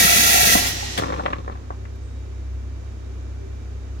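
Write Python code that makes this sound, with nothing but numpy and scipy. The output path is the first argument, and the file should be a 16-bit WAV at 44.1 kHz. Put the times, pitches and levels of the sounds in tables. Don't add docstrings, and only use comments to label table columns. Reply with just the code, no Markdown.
import sys
import numpy as np
from scipy import signal
from scipy.fft import rfft, irfft
from scipy.io import wavfile
from scipy.ndimage import uniform_filter1d, map_coordinates

SR = 44100
rng = np.random.default_rng(int(sys.argv[2]) if len(sys.argv) > 2 else 0)


def wrap_up_sound(samples):
    columns = np.atleast_2d(samples).T
    tamed = np.clip(columns, -1, 1)
    steps = np.round(tamed * 32767).astype(np.int16)
    wavfile.write(sys.argv[1], SR, steps)


N = 176400


def undb(db):
    return 10 ** (np.asarray(db) / 20)


def unit(x):
    return x / np.sqrt(np.mean(x ** 2))


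def pan(db):
    return undb(np.array([[.5], [-.5]]) * db)


def curve(rows):
    return np.interp(np.arange(N) / SR, *np.array(rows).T)


def bins_hz():
    return np.maximum(np.arange(N // 2 + 1), 1) * SR / N


def spectrum(rows):
    hz, value = np.array(rows).T
    return np.interp(np.log(bins_hz()), np.log(hz), value)


def pan_bands(pair, rows):
    return irfft(rfft(pair) * pan(spectrum(rows)), N)


def resonance(hz, half_width_hz):
    return 1 / (1 + ((bins_hz() - hz) / half_width_hz) ** 2)


def colour(x, gain):
    cepstrum = irfft(np.log(gain + 1e-9), N)
    cepstrum[1:N // 2] *= 2
    cepstrum[N // 2 + 1:] = 0
    return irfft(rfft(x) * np.exp(rfft(cepstrum)), N)


def wander(rate_hz):
    hold = int(SR / rate_hz)
    steps = np.repeat(rng.uniform(-1.1, 1, N // hold + 1), hold)
    return unit(uniform_filter1d(steps, hold)[:N])


# (frequency [Hz], phase [rad])
PORT_LEAD = [(50, .12), (130, .42), (290, 1.15), (700, 2.265), (1100, 2.92), (1500, 4.3), (6500, 16.68)]
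OUTLET_COHERENT_HZ, DRUM_COHERENT_HZ, CLOVE_COHERENT_HZ = 1700, 2600, 1200


def ports(pair, coherent_hz, near=True):
    left, other = rfft(pair)
    shared = 1 / (1 + (bins_hz() / coherent_hz) ** 6)
    lag = np.exp(-1j * spectrum(PORT_LEAD) * near)
    right = (shared * left + np.sqrt(1 - shared ** 2) * other) * lag
    return irfft(np.array([left, right]), N)


def turbulence(gain, coherent_hz, near=True):
    white = rng.standard_normal((2, N))
    return unit(colour(ports(white, coherent_hz, near), gain))


def impact(t60_s, snap, size=8192):
    ring = rng.standard_normal((2, size)) * undb(-60 * np.arange(size) / SR / t60_s)
    ring /= np.sqrt(np.sum(ring ** 2) / 2)
    ring[:, 0] += snap
    return ring


def place(sound, start_s, db):
    out, first = np.zeros((2, N)), int(start_s * SR)
    part = sound[:, :N - first]
    out[:, first:first + part.shape[1]] = part * undb(db) * np.sqrt(.02 * SR / np.sum(part ** 2))
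    return out


def patter(gain, per_s, spread_db, t60_s):
    hits = (rng.random(N) < per_s / SR) * undb(spread_db * np.clip(rng.standard_normal(N), -2, 2))
    rung = signal.fftconvolve(hits[None], impact(t60_s, snap=.57))[:, :N]
    return unit(colour(ports(rung, CLOVE_COHERENT_HZ), gain))


# (frequency [Hz], relative density [dB])
RATTLE_SPECTRUM = [(60, -9), (160, -3.5), (300, -6), (600, -6), (1000, -24), (2200, -11.5), (4000, -11),
                   (12000, -22)]


def wall_rattle():
    return undb(-29) * patter(undb(spectrum(RATTLE_SPECTRUM)), per_s=88, spread_db=6, t60_s=.04)


# (frequency [Hz], half-width [Hz], level at peak flow [dB], pan [dB])
DRUM_MODES = [(180.7, 77, -39, 1), (728.5, 87, -22.5, 1), (1355, 52, -25.5, -0.5), (1658, 49, -36, -6),
              (1900, 45.6, -30.5, 0), (1998, 45, -27, -1), (2303, 37, -28, -2), (2657, 71, -26.5, -4.5),
              (2885, 35, -32.5, -0.5), (3324, 85, -31.5, 1), (6040, 200, -26.5, -5), (6550, 260, -28, -3.5)]
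DRUM_WAVER_DB, DRUM_DRIFT_RATIO = 1.5, .008


def drum_air():
    modes = 0
    for hz, half_width_hz, db, pan_db in DRUM_MODES:
        band = turbulence(resonance(hz, half_width_hz), DRUM_COHERENT_HZ)
        modes += band * undb(db + DRUM_WAVER_DB * wander(20)) * pan(pan_db)
    read_position = np.cumsum(1 + DRUM_DRIFT_RATIO * wander(12))
    return np.array([map_coordinates(side, [read_position], mode="mirror") for side in modes])


# (time [s], level [dB])
JET_ENVELOPE = [(0, -16.5), (.3, -17.5), (.545, -17), (.575, -20), (.61, -26.5), (.685, -26), (.72, -34.5),
                (.85, -47.5), (1.1, -94)]
# (frequency [Hz], relative density [dB])
JET_SPECTRUM = [(100, -20.5), (240, -0.5), (450, -14), (1050, -10), (1550, -10), (2150, -7.5), (2500, 0),
                (3080, -7.5), (3400, 1.5), (5000, -0.5), (6900, -1), (7700, -4.5), (12300, -1),
                (15500, -8.5)]
# (frequency [Hz], pan [dB])
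JET_PAN = [(1000, 6), (2500, -6), (4500, -1.5), (6500, -2.5), (15000, 4.5)]
JET_BOOST_DB, JET_FLUTTER_DB = 1.5, 1


def jet():
    flow = undb(curve(JET_ENVELOPE))
    hiss = turbulence(undb(spectrum(JET_SPECTRUM)), OUTLET_COHERENT_HZ)
    hiss *= undb(JET_BOOST_DB + JET_FLUTTER_DB * wander(60))
    driven = wall_rattle() + drum_air()
    return flow * (pan_bands(hiss, JET_PAN) + driven / flow.max())


# (order, level [dB], pan [dB], waver [dB])
HUM_HARMONICS = [(2, -32.5, 0.24, .5), (3, -39, -0.5, 0.46), (7, -57, -2, 0.5), (8, -57, -2.5, -0.5),
                 (9, -58.5, 1, 1), (10, -59, -4, 1.5), (12, -56, -2, 6)]
# (time [s], level [dB])
HUM_SWELL = [(0, -31.5), (2.2, -30.5), (2.55, -26.5), (2.9, -31), (3.3, -28), (3.6, -31), (3.95, -27.5)]
# (frequency [Hz], level [dB], pan [dB])
MOTOR_WHINES = [(2337, -69.5, 4), (3770, -76.5, -18.5), (12791, -91.5, 11.5)]
SHAFT_HZ, SHAFT_DRIFT_RATIO, HUM_RIGHT_LEAD_S = 32.34, .0029, .00089
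WHINE_JITTER_RATIO, WHINE_FLICKER_DB = .002, 2


def motor():
    turns = np.cumsum(SHAFT_HZ * (1 + SHAFT_DRIFT_RATIO * wander(5))) / SR
    turns = turns + np.array([[0], [SHAFT_HZ * HUM_RIGHT_LEAD_S]])
    swell_db = curve(HUM_SWELL) - curve(HUM_SWELL).mean()
    out = 0
    for order, db, pan_db, waver_db in HUM_HARMONICS:
        tone = np.cos(2 * np.pi * (order * turns + rng.random()))
        out += tone * undb(db + swell_db * (order == 2) + waver_db * wander(8)) * pan(pan_db)
    for hz, db, pan_db in MOTOR_WHINES:
        tone = np.sin(2 * np.pi * np.cumsum(hz * (1 + WHINE_JITTER_RATIO * wander(40))) / SR)
        out += tone * undb(db + wander(3) + WHINE_FLICKER_DB * wander(14)) * pan(pan_db)
    return np.sqrt(2) * out


# (frequency [Hz], relative density [dB])
VENT_SPECTRUM = [(76, -43.5), (130, -11.5), (237, -4), (400, -5.5), (905, -17.5), (1300, -17), (2270, -23),
                 (4060, -29), (6800, -27.5), (8200, -37), (15500, -50.5)]
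# (frequency [Hz], pan [dB])
VENT_PAN = [(200, 0), (3000, -4.5), (6500, -5), (8000, 1)]
# (frequency [Hz], relative density [dB])
RUMBLE_SPECTRUM = [(15, -2.5), (30, -5.5), (60, 10.5), (110, -2), (160, -14.5), (900, -64.5)]
VENT_DB, VENT_WAVER_DB, RUMBLE_DB = -46.5, .23, -43


def ventilation():
    hiss = turbulence(undb(spectrum(VENT_SPECTRUM)), coherent_hz=381.2, near=False)
    hiss = pan_bands(hiss, VENT_PAN) * undb(VENT_DB + VENT_WAVER_DB * wander(6.5))
    rumble = turbulence(undb(spectrum(RUMBLE_SPECTRUM)), coherent_hz=200, near=False)
    return hiss + undb(RUMBLE_DB) * rumble


# (time [s], frequency [Hz], bandwidth
# [Hz], level [dB])
TONAL_BURSTS = [(.045, 175, 29.4, -22), (.488, 2004, 50, -20), (.824, 825, 25.2, -28)]


def tonal_bursts(rise_s=.003):
    t = np.arange(SR // 4) / SR
    out = 0
    for start_s, hz, bandwidth_hz, db in TONAL_BURSTS:
        envelope = np.exp(-np.pi * bandwidth_hz * t) * (1 - np.exp(-t / rise_s))
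        ring = np.sin(2 * np.pi * hz * t) * envelope
        out += place(np.array([ring, ring]), start_s, db)
    return ports(out, DRUM_COHERENT_HZ)


# (time [s], level [dB])
BLEED_ENVELOPE = [(.5, -56), (.6, -22.5), (.75, -28.5), (.97, -31.5), (1.03, -37.5), (1.1, -44.5),
                  (1.25, -51), (1.8, -87)]
# (frequency [Hz], relative density [dB])
BLEED_SPECTRUM = [(150, -1), (500, -4.5), (780, 0.5), (1100, -9), (1700, -5.5), (2900, -0.5), (6000, -2.5),
                  (7200, -4), (9000, -15), (11500, -19.5), (15500, -30)]
# (frequency [Hz], pan [dB])
BLEED_PAN = [(700, 3.5), (3000, -2.5), (6500, -2.5), (8000, 2.5)]
# (frequency [Hz], peak over hiss [dB])
BLEED_WHISTLES = [(1910, 13.5), (4050, 4), (5250, 6), (5780, 9.5)]


def bleed():
    whistles_db = sum(db * resonance(hz, half_width_hz=50) for hz, db in BLEED_WHISTLES)
    hiss = turbulence(undb(spectrum(BLEED_SPECTRUM) + whistles_db), coherent_hz=875)
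    return pan_bands(hiss, BLEED_PAN) * undb(curve(BLEED_ENVELOPE))


# (frequency [Hz], relative gain [dB])
VALVE_SPECTRUM = [(40, -4), (110, 2.5), (280, 0.5), (450, -5), (650, 4.5), (880, -4.5), (1060, 4),
                  (1500, -13.5), (6000, -54.5)]


def valve():
    hit = impact(t60_s=.08, snap=.52)
    padded = np.pad(hit, ((0, 0), (0, N - hit.shape[1])))
    thump = colour(padded, undb(spectrum(VALVE_SPECTRUM)))
    return place(thump, start_s=.552, db=-14) * pan(db=5.5)


# (frequency [Hz], half-width [Hz], gain [dB])
BOWL_MODES = [(250, 140, -8), (550, 59, -2), (764, 140, -3), (1090, 117, 0.5), (1750, 450, -11.5),
              (3300, 200, -26.5)]
BOWL_FLOOR_DB, BOWL_PAN_DB = -18.5, 4.5


def bowl_gain():
    modes = sum(undb(db) * resonance(hz, half_width_hz) for hz, half_width_hz, db in BOWL_MODES)
    return undb(BOWL_FLOOR_DB) + modes


# (time [s], level [dB])
POUR_ENVELOPE = [(.95, -50), (.99, -24.5), (1.05, -27.5), (1.12, -31), (1.3, -32.5), (1.4, -38),
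                 (1.6, -46.5), (1.9, -78)]
# (frequency [Hz], relative density [dB])
POUR_SPECTRUM = [(50, 1), (140, 4), (400, 0.5), (1130, -8.5), (4000, -12.5), (10000, -37.5)]


def pour():
    hits = patter(undb(spectrum(POUR_SPECTRUM)) * bowl_gain(), per_s=170, spread_db=3, t60_s=.025)
    return hits * undb(curve(POUR_ENVELOPE)) * pan(BOWL_PAN_DB)


# (time [s], level [dB])
FLAP_HITS = [(.977, -21), (.981, -26), (.987, -26.5)]
# (frequency [Hz], relative gain [dB])
FLAP_SPECTRUM = [(80, -6), (250, 3), (450, -6), (1000, -1.5), (1500, -2), (2650, -4), (3400, -1),
                 (5000, -9), (8000, -11.5), (15000, -20.5)]
# (frequency [Hz], half-width [Hz], peak over clack [dB])
FLAP_DRUM_MODES = [(695, 55, 18), (1957, 50, 12), (2210, 50, 8), (3380, 150, 6)]


def flap():
    clack = sum(place(impact(t60_s=.072, snap=.34), start_s, db) for start_s, db in FLAP_HITS)
    modes_db = sum(db * resonance(hz, half_width_hz) for hz, half_width_hz, db in FLAP_DRUM_MODES)
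    body = unit(undb(spectrum(FLAP_SPECTRUM) + modes_db))
    return colour(clack, body) * pan(db=3.5)


# (time [s], level before bowl gain [dB], low edge [Hz], high edge [Hz])
CLOVE_LANDINGS = [(0.993, -17.5, 60, 170), (1.024, -26, 90, 1500), (1.035, -19, 200, 2350),
                  (1.102, -24.5, 280, 1900), (1.123, -25.5, 300, 2600), (1.139, -25, 600, 3220),
                  (1.161, -28.5, 300, 3000), (1.195, -22, 280, 1585), (1.207, -30, 300, 1700),
                  (1.255, -31, 250, 905), (1.2609, -13, 600, 3380), (1.281, -24.5, 400, 1990),
                  (1.3314, -16.5, 1400, 2860), (1.478, -28.5, 250, 2010), (1.498, -32.5, 250, 1990),
                  (1.554, -39, 700, 2300), (1.705, -29, 200, 1800), (1.724, -42, 400, 2900),
                  (1.853, -35.5, 1900, 2540)]


def clove_landings():
    out = 0
    for start_s, db, low_hz, high_hz in CLOVE_LANDINGS:
        highpass = signal.butter(2, low_hz, "high", fs=SR, output="sos")
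        lowpass = signal.butter(6, high_hz, fs=SR, output="sos")
        knock = signal.sosfilt(np.vstack([highpass, lowpass]), impact(t60_s=.035, snap=.52))
        out += place(knock, start_s, db)
    return colour(out, bowl_gain()) * pan(BOWL_PAN_DB)


# (time [s], level [dB])
CONTACT_TICKS = [(1.263, -56), (1.958, -63)]


def ticks(low_hz=4500):
    highpass = signal.butter(2, low_hz, "high", fs=SR, output="sos")
    return sum(place(signal.sosfilt(highpass, impact(t60_s=.03, snap=.18)), start_s, db)
               for start_s, db in CONTACT_TICKS)


# (time [s], frequency [Hz], level [dB], T60 [s])
METAL_RINGS = [(2.02, 8100, -61, 0.52)]


def metal_ring(rise_s=.012):
    out = 0
    for start_s, hz, db, t60_s in METAL_RINGS:
        age_s = np.maximum(np.arange(N) / SR - start_s, 0)
        envelope = (1 - np.exp(-age_s / rise_s)) * undb(db - 60 * age_s / t60_s)
        out += np.sin(2 * np.pi * hz * age_s) * envelope
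    return out


def room(x, t60_s=.22, tail_db=-12, predelay_s=.006):
    t = np.arange(SR // 2) / SR
    tail = rng.standard_normal((2, len(t))) * undb(-60 * t / t60_s) * (t > predelay_s)
    tail /= np.sqrt(np.sum(tail ** 2) / 2)
    return x + undb(tail_db) * signal.fftconvolve(x, tail, axes=1)[:, :N]


def scene():
    impacts = pour() + ports(valve() + flap(), OUTLET_COHERENT_HZ)
    impacts += ports(clove_landings(), CLOVE_COHERENT_HZ)
    peeler = jet() + bleed() + room(impacts) + tonal_bursts() + ticks() + metal_ring()
    return peeler + motor() + ventilation()


def record(dry, top_hz=15800):
    return signal.sosfilt(signal.ellip(10, .1, 80, top_hz, fs=SR, output="sos"), dry)


dry = scene()
out = record(dry)
wrap_up_sound(out)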